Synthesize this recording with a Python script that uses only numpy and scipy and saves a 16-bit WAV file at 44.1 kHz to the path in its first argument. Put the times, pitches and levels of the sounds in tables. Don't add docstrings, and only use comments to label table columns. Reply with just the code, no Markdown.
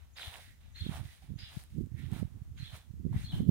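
import sys
import numpy as np
from scipy import signal
from scipy.fft import rfft, irfft
from scipy.io import wavfile
from scipy.ndimage import uniform_filter1d

SR = 44100
rng = np.random.default_rng(int(sys.argv[2]) if len(sys.argv) > 2 else 0)


def store_wav(level_fs):
    pcm = np.round(np.clip(np.atleast_2d(level_fs), -1, 1) * 32767)
    wavfile.write(sys.argv[1], SR, pcm.T.astype(np.int16))


def elevation(decibels):
    levels = np.asarray(decibels, float)
    return 10 ** (levels / 20)


N = 154350


def unit(x):
    return x / np.sqrt(np.mean(x ** 2) + 1e-20)


def at_hz(points):
    hz, value = np.transpose(points)
    grid_hz = np.arange(N // 2 + 1) * SR / N
    return np.interp(np.log(grid_hz + 1), np.log(hz), value)


def colour(x, points):
    return unit(irfft(rfft(x) * elevation(at_hz(points)), N))


def drift(rate_hz):
    r = np.exp(-2 * np.pi * rate_hz / SR)
    wander = signal.lfilter([1], [1, -2 * r, r * r], rng.standard_normal(N + SR))
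    return unit(wander[SR:])


def contact(rows, rise_db_s, fall_db_s):
    t, rows = np.arange(N) / SR, np.array(rows)
    start_s, hold_s, level_db = rows[:, :1], rows[:, 1:2], rows[:, 2:]
    rise = (t - start_s) * rise_db_s
    fall = (start_s + hold_s - t) * fall_db_s
    shape_db = np.minimum(0, np.minimum(rise, fall))
    return elevation(2 * level_db).T @ elevation(2 * shape_db)


def grains(power, spectrum, spread_db=2):
    born = rng.random((3, N)) < 8000 / spread_db / SR
    sizes = elevation(spread_db * np.minimum(rng.exponential(1, (3, N)), 4)) * rng.standard_normal((3, N))
    trains = np.array([colour(train, spectrum) for train in born * sizes])
    return np.sqrt(power) * elevation(0.6 * drift(29.0)) * trains


# pitch_hz [Hz], level_db [dB]
RIGHT_PORT = [(900, 2.5), (1700, 13), (3900, 8.5), (4900, -11.5), (7600, -3.5), (9400, 8), (11500, -6.5),
              (16000, -4)]
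# pitch_hz [Hz], share [0-1]
SHARED = [(700, 0.9), (2500, 0.51), (8000, 0)]


def ports(shared, left, right):
    hz, left_lag_s = np.arange(N // 2 + 1) * SR / N, .00009
    late = np.exp(-2j * np.pi * hz * left_lag_s)
    share = at_hz(SHARED)
    common, own = np.sqrt(share) * rfft(shared), np.sqrt(1 - share)
    at_left = common * late + own * rfft(left)
    at_right = (common + own * rfft(right)) * elevation(at_hz(RIGHT_PORT))
    return np.array([irfft(at_left, N), irfft(at_right, N)])


# start_s [s], peak_db [dB], pitch_hz [Hz], ring [cycles]
SNAPS = [(0.1851, -40, 2360, 0.57), (0.1967, -45.5, 1430, 1.16), (0.2319, -37, 3000, 0.47),
         (0.3409, -41.5, 2930, 1.1), (.3573, -40, 2500, 0.46), (1.222, -63.5, 776, 6.7),
         (1.638, -36.5, 11000, 1.1), (1.861, -51.5, 7300, 1), (2.1172, -39.5, 8000, 0.73),
         (2.1331, -42, 8000, .8), (3.128, -51, 900, 2.1)]


def snaps():
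    t, out = np.arange(N) / SR, np.zeros(N)
    for start_s, peak_db, pitch_hz, ring in SNAPS:
        cycles = np.maximum(t - start_s, 0) * pitch_hz
        swell = 1 - np.exp(-4.0 * cycles / ring)
        fade = np.exp(-cycles / ring)
        out += elevation(peak_db) * fade * swell * 1.32 * np.sin(2 * np.pi * cycles)
    return out


# full_s [s], hold_s [s], turf_db [dB], blades_db [dB],
# rustle_db [dB]
BRUSHES = [(0, 0.0082, -74.5, -76.5, -109.5), (.168, 0.096, -60.5, -56.5, -55.5),
           (.4, 0.027, -92, -66, -61), (.61, 0.056, -79.5, -76, -95.5), (.757, 0.2, -78, -63.5, -63.5),
           (1.04, .1, -75, -70, -64), (1.22, 0.021, -74, -73, -71), (1.385, 0.11, -76, -62.5, -68.5),
           (2.26, 0.19, -81, -87, -85), (1.7, 0.052, -94, -81, -73), (2.577, 0.085, -79, -64, -65.5),
           (3.132, 0.018, -62.5, -97, -85)]
# full_weight_s [s], hold_s [s], turf_db [dB], blades_db [dB], rustle_db [dB]
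LANDINGS = [(.33, 0.046, -57.5, -65, -60), (.925, 0.043, -53.5, -67.5, -57),
            (1.515, 0.1, -67.5, -70.5, -59.5), (2.0, 0.066, -76, -68.5, -71.5),
            (2.135, 0.056, -59, -65.5, -60.5), (2.745, 0.0093, -59, -61.5, -55.5),
            (3.18, 0.06, -90, -63, -59.5), (3.33, 0.05, -60.5, -67, -61)]
# full_s [s], hold_s [s], level_db [dB]
SPRINGS = [(.43, 0.083, -73), (.79, 0.013, -69.5), (1.09, 0.023, -71.5), (1.99, 0.0049, -66),
           (3.17, 0.0093, -65)]
# pitch_hz [Hz], level_db [dB per Hz]
TURF = [(250, -21), (750, -1.5), (1100, -8), (1500, -14.5), (2500, -20)]
# pitch_hz [Hz], level_db [dB per Hz]
BLADES = [(700, -25), (1300, -6.5), (2000, -1.5), (2700, -2), (3800, 1.5), (5500, -4.5), (9000, -16)]
# pitch_hz [Hz], level_db [dB per Hz]
RUSTLE = [(2500, -33), (4500, 4.5), (7000, -1), (15500, -2.5)]
# pitch_hz [Hz], level_db [dB per Hz]
SPRING = [(1200, -29), (1650, -16.5), (1950, -6.5), (2350, -16.5), (3200, -23)]


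def grass():
    land_rise_db_s, land_fall_db_s, rustle_swell_s = 325, 242, 0.039
    landings = contact(LANDINGS, land_rise_db_s, land_fall_db_s)
    turf, blades, rustle = contact(BRUSHES, 1514, 117) + landings
    keep = np.exp(-1 / (rustle_swell_s * SR))
    rustle = np.minimum(signal.lfilter([1 - keep], [1, -keep], rustle), rustle)
    steps = grains(turf, TURF) + grains(blades, BLADES) + grains(rustle, RUSTLE, spread_db=1)
    steps += snaps()
    springs = grains(contact(SPRINGS, land_rise_db_s, land_fall_db_s)[0], SPRING)
    return ports(*steps) + ports(*springs) * elevation([[4.5], [0]])


# pitch_hz [Hz], level_db [dB per Hz]
AIR = [(100, 13), (500, 11.5), (1500, 7), (4500, 2.5), (6500, 4.5), (9000, 1), (16000, 1.5)]


def air():
    level_db, share, patch_db = -72, 0.11, 0.5
    common, left, right = (colour(rng.standard_normal(N), AIR) for _ in range(3))
    both = rfft(np.sqrt(share) * common + np.sqrt(1 - share) * np.array([left, right]))
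    hz = np.arange(N // 2 + 1) * SR / N
    band = np.floor(2 * np.log2(np.maximum(hz, 250) / 250))
    together, out = drift(7.5), np.zeros((2, N))
    for k in np.unique(band):
        patch = patch_db * (drift(0.53) + .5 * together) / (1 + k / 2.0)
        out += elevation(patch) * irfft(both * (band == k), N)
    return elevation(level_db) * out


# pitch_hz [Hz], level_db [dB per Hz]
BUFFET = [(20, -14.5), (80, 1.5), (120, -8), (200, -22.5), (400, -43), (800, -82)]
# pitch_hz [Hz], level_db [dB per Hz]
WHIP = [(60, -14.5), (140, 1.5), (250, -4.5), (400, -19.5), (900, -59.5)]


def wind(gust, puffs):
    t = np.arange(N) / SR
    gust_db = np.interp(t, *np.transpose(gust)) + 2.5 * drift(21.3)
    out = elevation(gust_db) * colour(rng.standard_normal(N), BUFFET)
    whip_db = -7 - 45.5 + 1.97 * (gust_db + 45.5)
    out += elevation(whip_db) * colour(rng.standard_normal(N), WHIP)
    turns = rng.uniform(0, 2 * np.pi, len(puffs))
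    for (start_s, peak_db, pitch_hz), turn in zip(puffs, turns):
        near = slice(max(0, int((start_s - .05) * SR)), int((start_s + .05) * SR))
        cycles = (t[near] - start_s) * pitch_hz
        body = np.exp(-(cycles / 0.44) ** 2 / 2) * np.cos(2 * np.pi * cycles + turn)
        edge = np.exp(-(cycles / 0.16) ** 2 / 2) * np.cos(2 * np.pi * 1.16 * cycles + 2 * turn)
        edge_db = -8 + 32 * np.log10(pitch_hz / 130)
        out[near] += elevation(peak_db - 0.5) * (body + elevation(edge_db) * edge)
    return out


# time_s [s], level_db [dB]
LEFT_GUST = [(0, -55.5), (.3, -57.5), (.8, -52), (1.2, -59.5), (1.55, -54), (2.15, -58), (2.6, -53),
             (2.88, -65), (3.05, -57), (3.2, -46.5), (3.28, -51.5), (3.38, -39.5), (3.5, -75)]
# time_s [s], level_db [dB]
RIGHT_GUST = [(0, -57), (.78, -57.5), (.86, -42), (1.0, -46), (1.17, -63.5), (1.32, -44), (1.5, -55.5),
              (1.69, -52), (1.78, -38), (1.99, -44.5), (2.13, -38.5), (2.32, -49), (2.62, -50), (2.84, -55),
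              (3.1, -39), (3.26, -50.5), (3.36, -40), (3.5, -34.5)]
# centre_s [s], peak_db [dB], pitch_hz [Hz]
LEFT_PUFFS = [(0.022, -42, 68), (0.279, -33, 79.5), (0.811, -38, 117), (0.959, -36, 87),
              (1.573, -24.5, 134), (2.501, -38, 86.5), (2.743, -38, 107), (2.953, -44, 93),
              (3.075, -37, 104), (3.127, -29, 93), (3.163, -18.5, 114), (3.215, -29, 111),
              (3.245, -27.5, 109), (3.338, -24, 122), (3.391, -35, 94), (3.421, -25, 118),
              (3.099, -38, 89.6), (3.192, -38, 110), (3.299, -38, 104), (3.363, -32, 95),
              (2.981, -40, 80.4)]
# centre_s [s], peak_db [dB], pitch_hz [Hz]
RIGHT_PUFFS = [(0.821, -25, 92), (0.894, -23, 152), (1.012, -27.5, 106), (1.057, -31, 101),
               (1.295, -30, 115), (1.362, -27.5, 122), (1.794, -30, 175), (1.84, -24, 135),
               (1.947, -24, 114), (2.126, -20.5, 124), (2.229, -18.5, 178), (2.359, -27.5, 95),
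               (2.42, -31, 110), (2.518, -32, 90), (2.605, -29.5, 114), (2.63, -28, 113),
               (2.735, -35.5, 109), (2.908, -31, 109.6), (3.066, -18, 164), (3.115, -21, 125),
               (3.147, -24.5, 130), (3.342, -22, 110), (3.405, -17, 177), (3.492, -10, 147),
               (.866, -27.5, 204), (.916, -26, 141), (.998, -29, 110), (1.32, -31.5, 138), (1.42, -43, 118),
               (1.755, -37, 86.5), (1.81, -24.5, 156), (1.87, -29, 163), (1.92, -30.5, 125),
               (2.04, -28.5, 115), (2.198, -25.5, 130), (1.305, -37.5, 193), (1.338, -33, 162),
               (1.435, -35.5, 90), (2.068, -29.5, 102), (2.164, -29, 161), (2.221, -22, 106),
               (2.252, -26, 114), (3.0, -29.5, 110), (3.053, -22, 167), (3.075, -29.5, 174),
               (3.195, -35, 136), (3.28, -32.5, 84.6), (3.375, -31, 100), (3.44, -32, 153),
               (3.465, -26, 127), (3.493, -39, 367), (1.728, -33.5, 90), (2.94, -36, 146),
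               (2.23, -37.5, 275)]


def breeze():
    return np.array([wind(LEFT_GUST, LEFT_PUFFS), wind(RIGHT_GUST, RIGHT_PUFFS)])


# time_s [s], pitch_hz [Hz], level_db [dB]
FLAT = [(0, 3650, -10), (.005, 4100, -2), (.024, 4300, 0), (.033, 3250, -2), (.042, 3200, -40),
        (.052, 3300, -2), (.065, 3600, 1), (.074, 4200, -2), (.094, 2950, -1)]
# time_s [s], pitch_hz [Hz], level_db [dB]
STEEP = [(0, 3400, -8), (.01, 5050, -1), (.014, 5000, -1), (.023, 3250, -1), (.031, 3000, -40),
         (.04, 2900, -4), (.057, 4200, 0), (.068, 2750, 0), (.077, 3450, -6)]


def chirp(start_s, kind, lead_db):
    t = np.arange(N) / SR
    lead_s, lead_long_s, lead_hz = 0.016, 0.012, 6580
    at_s, pitch_hz, shape_db = np.transpose((FLAT, STEEP)[kind])
    hoarse_hz = 62.7 * drift(176.5)
    glide_hz = uniform_filter1d(np.interp(t - start_s, at_s, pitch_hz), size=90) + hoarse_hz
    edges_s = np.r_[at_s[0] - .002, at_s, at_s[-1] + .003]
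    level_db = np.interp(t - start_s, edges_s, np.r_[-80, shape_db, -80], left=-200, right=-200)
    flutter_db = 3.5 * drift(116.0)
    whistle = elevation(level_db + flutter_db) * np.sin(2 * np.pi * np.cumsum(glide_hz) / SR)
    swell = np.exp(-((t - start_s + lead_s) / lead_long_s) ** 2)
    lead = swell * np.sin(2 * np.pi * np.cumsum(lead_hz + 4.7 * hoarse_hz) / SR)
    return whistle + elevation(lead_db) * lead


WALLS = [.013, .026, .05, .095]


def garden_paths(left_db, right_db, garden_db, walls_db):
    t, lag = np.arange(N) / SR, round(.00012 * SR)
    garden_t60_s, wall_smear_s, echo_tilt_db = 0.4, 0.00081, -1
    tail = rng.standard_normal((2, N)) * elevation(-60 * t / garden_t60_s) * (t > .008)
    paths = elevation(garden_db) * tail / np.sqrt(np.sum(tail ** 2, axis=1, keepdims=True))
    for delay_s, wall_db in zip(WALLS, walls_db):
        facets = rng.standard_normal(400) * np.exp(-np.arange(400) / (wall_smear_s * SR))
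        facets *= elevation(wall_db) / np.sqrt(np.sum(facets ** 2))
        first = int(delay_s * SR)
        for port, start in enumerate([first + lag, first]):
            paths[port, start:start + len(facets)] += facets
    tilt = at_hz([(3000, -echo_tilt_db), (5000, echo_tilt_db)])
    paths = irfft(rfft(paths) * elevation(tilt), N)
    paths[[0, 1], [lag // 2, 0]] = elevation([left_db, right_db])
    return paths


# start_s [s], kind [0 flat-topped, 1 steep]
CHIRPS = [
    (.1595, 1),
    (.7445, 0),
    (1.381, 1),
    (2.59, 0),
    (3.234, 0),
]
# level_db [dB], left_db [dB], right_db [dB], garden_db [dB], lead_db [dB]
HEARD = [(-57, 2, -3, 2, -19), (-60.5, -1.5, -4, 3, -18.5), (-57, -6, -22, 0, -16.5),
         (-62.5, -5, -1, 2, -16.5), (-61, -1.5, 0, 2, -11)]
# wall_1_db [dB], wall_2_db [dB], wall_3_db [dB], wall_4_db [dB]
ANSWERS = [(-11, -17, -7, -14), (-7, -14, 4, -17), (-16, -10, -4, -33), (4, -13, -10, -20),
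           (-28, -4, -8, -13)]


def sparrow():
    out = np.zeros((2, N))
    for (start_s, kind), heard, walls_db in zip(CHIRPS, HEARD, ANSWERS):
        level_db, left_db, right_db, garden_db, lead_db = heard
        song = chirp(start_s, kind, lead_db)
        paths = garden_paths(left_db, right_db, garden_db, walls_db)
        out += elevation(level_db + 7.5) * signal.fftconvolve(song[None], paths)[:, :N]
    return out


def scene():
    return grass() + air() + breeze() + sparrow()


def low_pass(x):
    return signal.sosfilt(signal.butter(12, 16750, fs=SR, output="sos"), x)


def record(dry):
    low_cut = signal.sosfilt(signal.butter(2, 35.0, "high", fs=SR, output="sos"), dry)
    top_cut = signal.sosfilt(signal.cheby2(14, 70, 16700, fs=SR, output="sos"), low_cut)
    return low_pass(top_cut)


dry = scene()
out = record(dry)
store_wav(out)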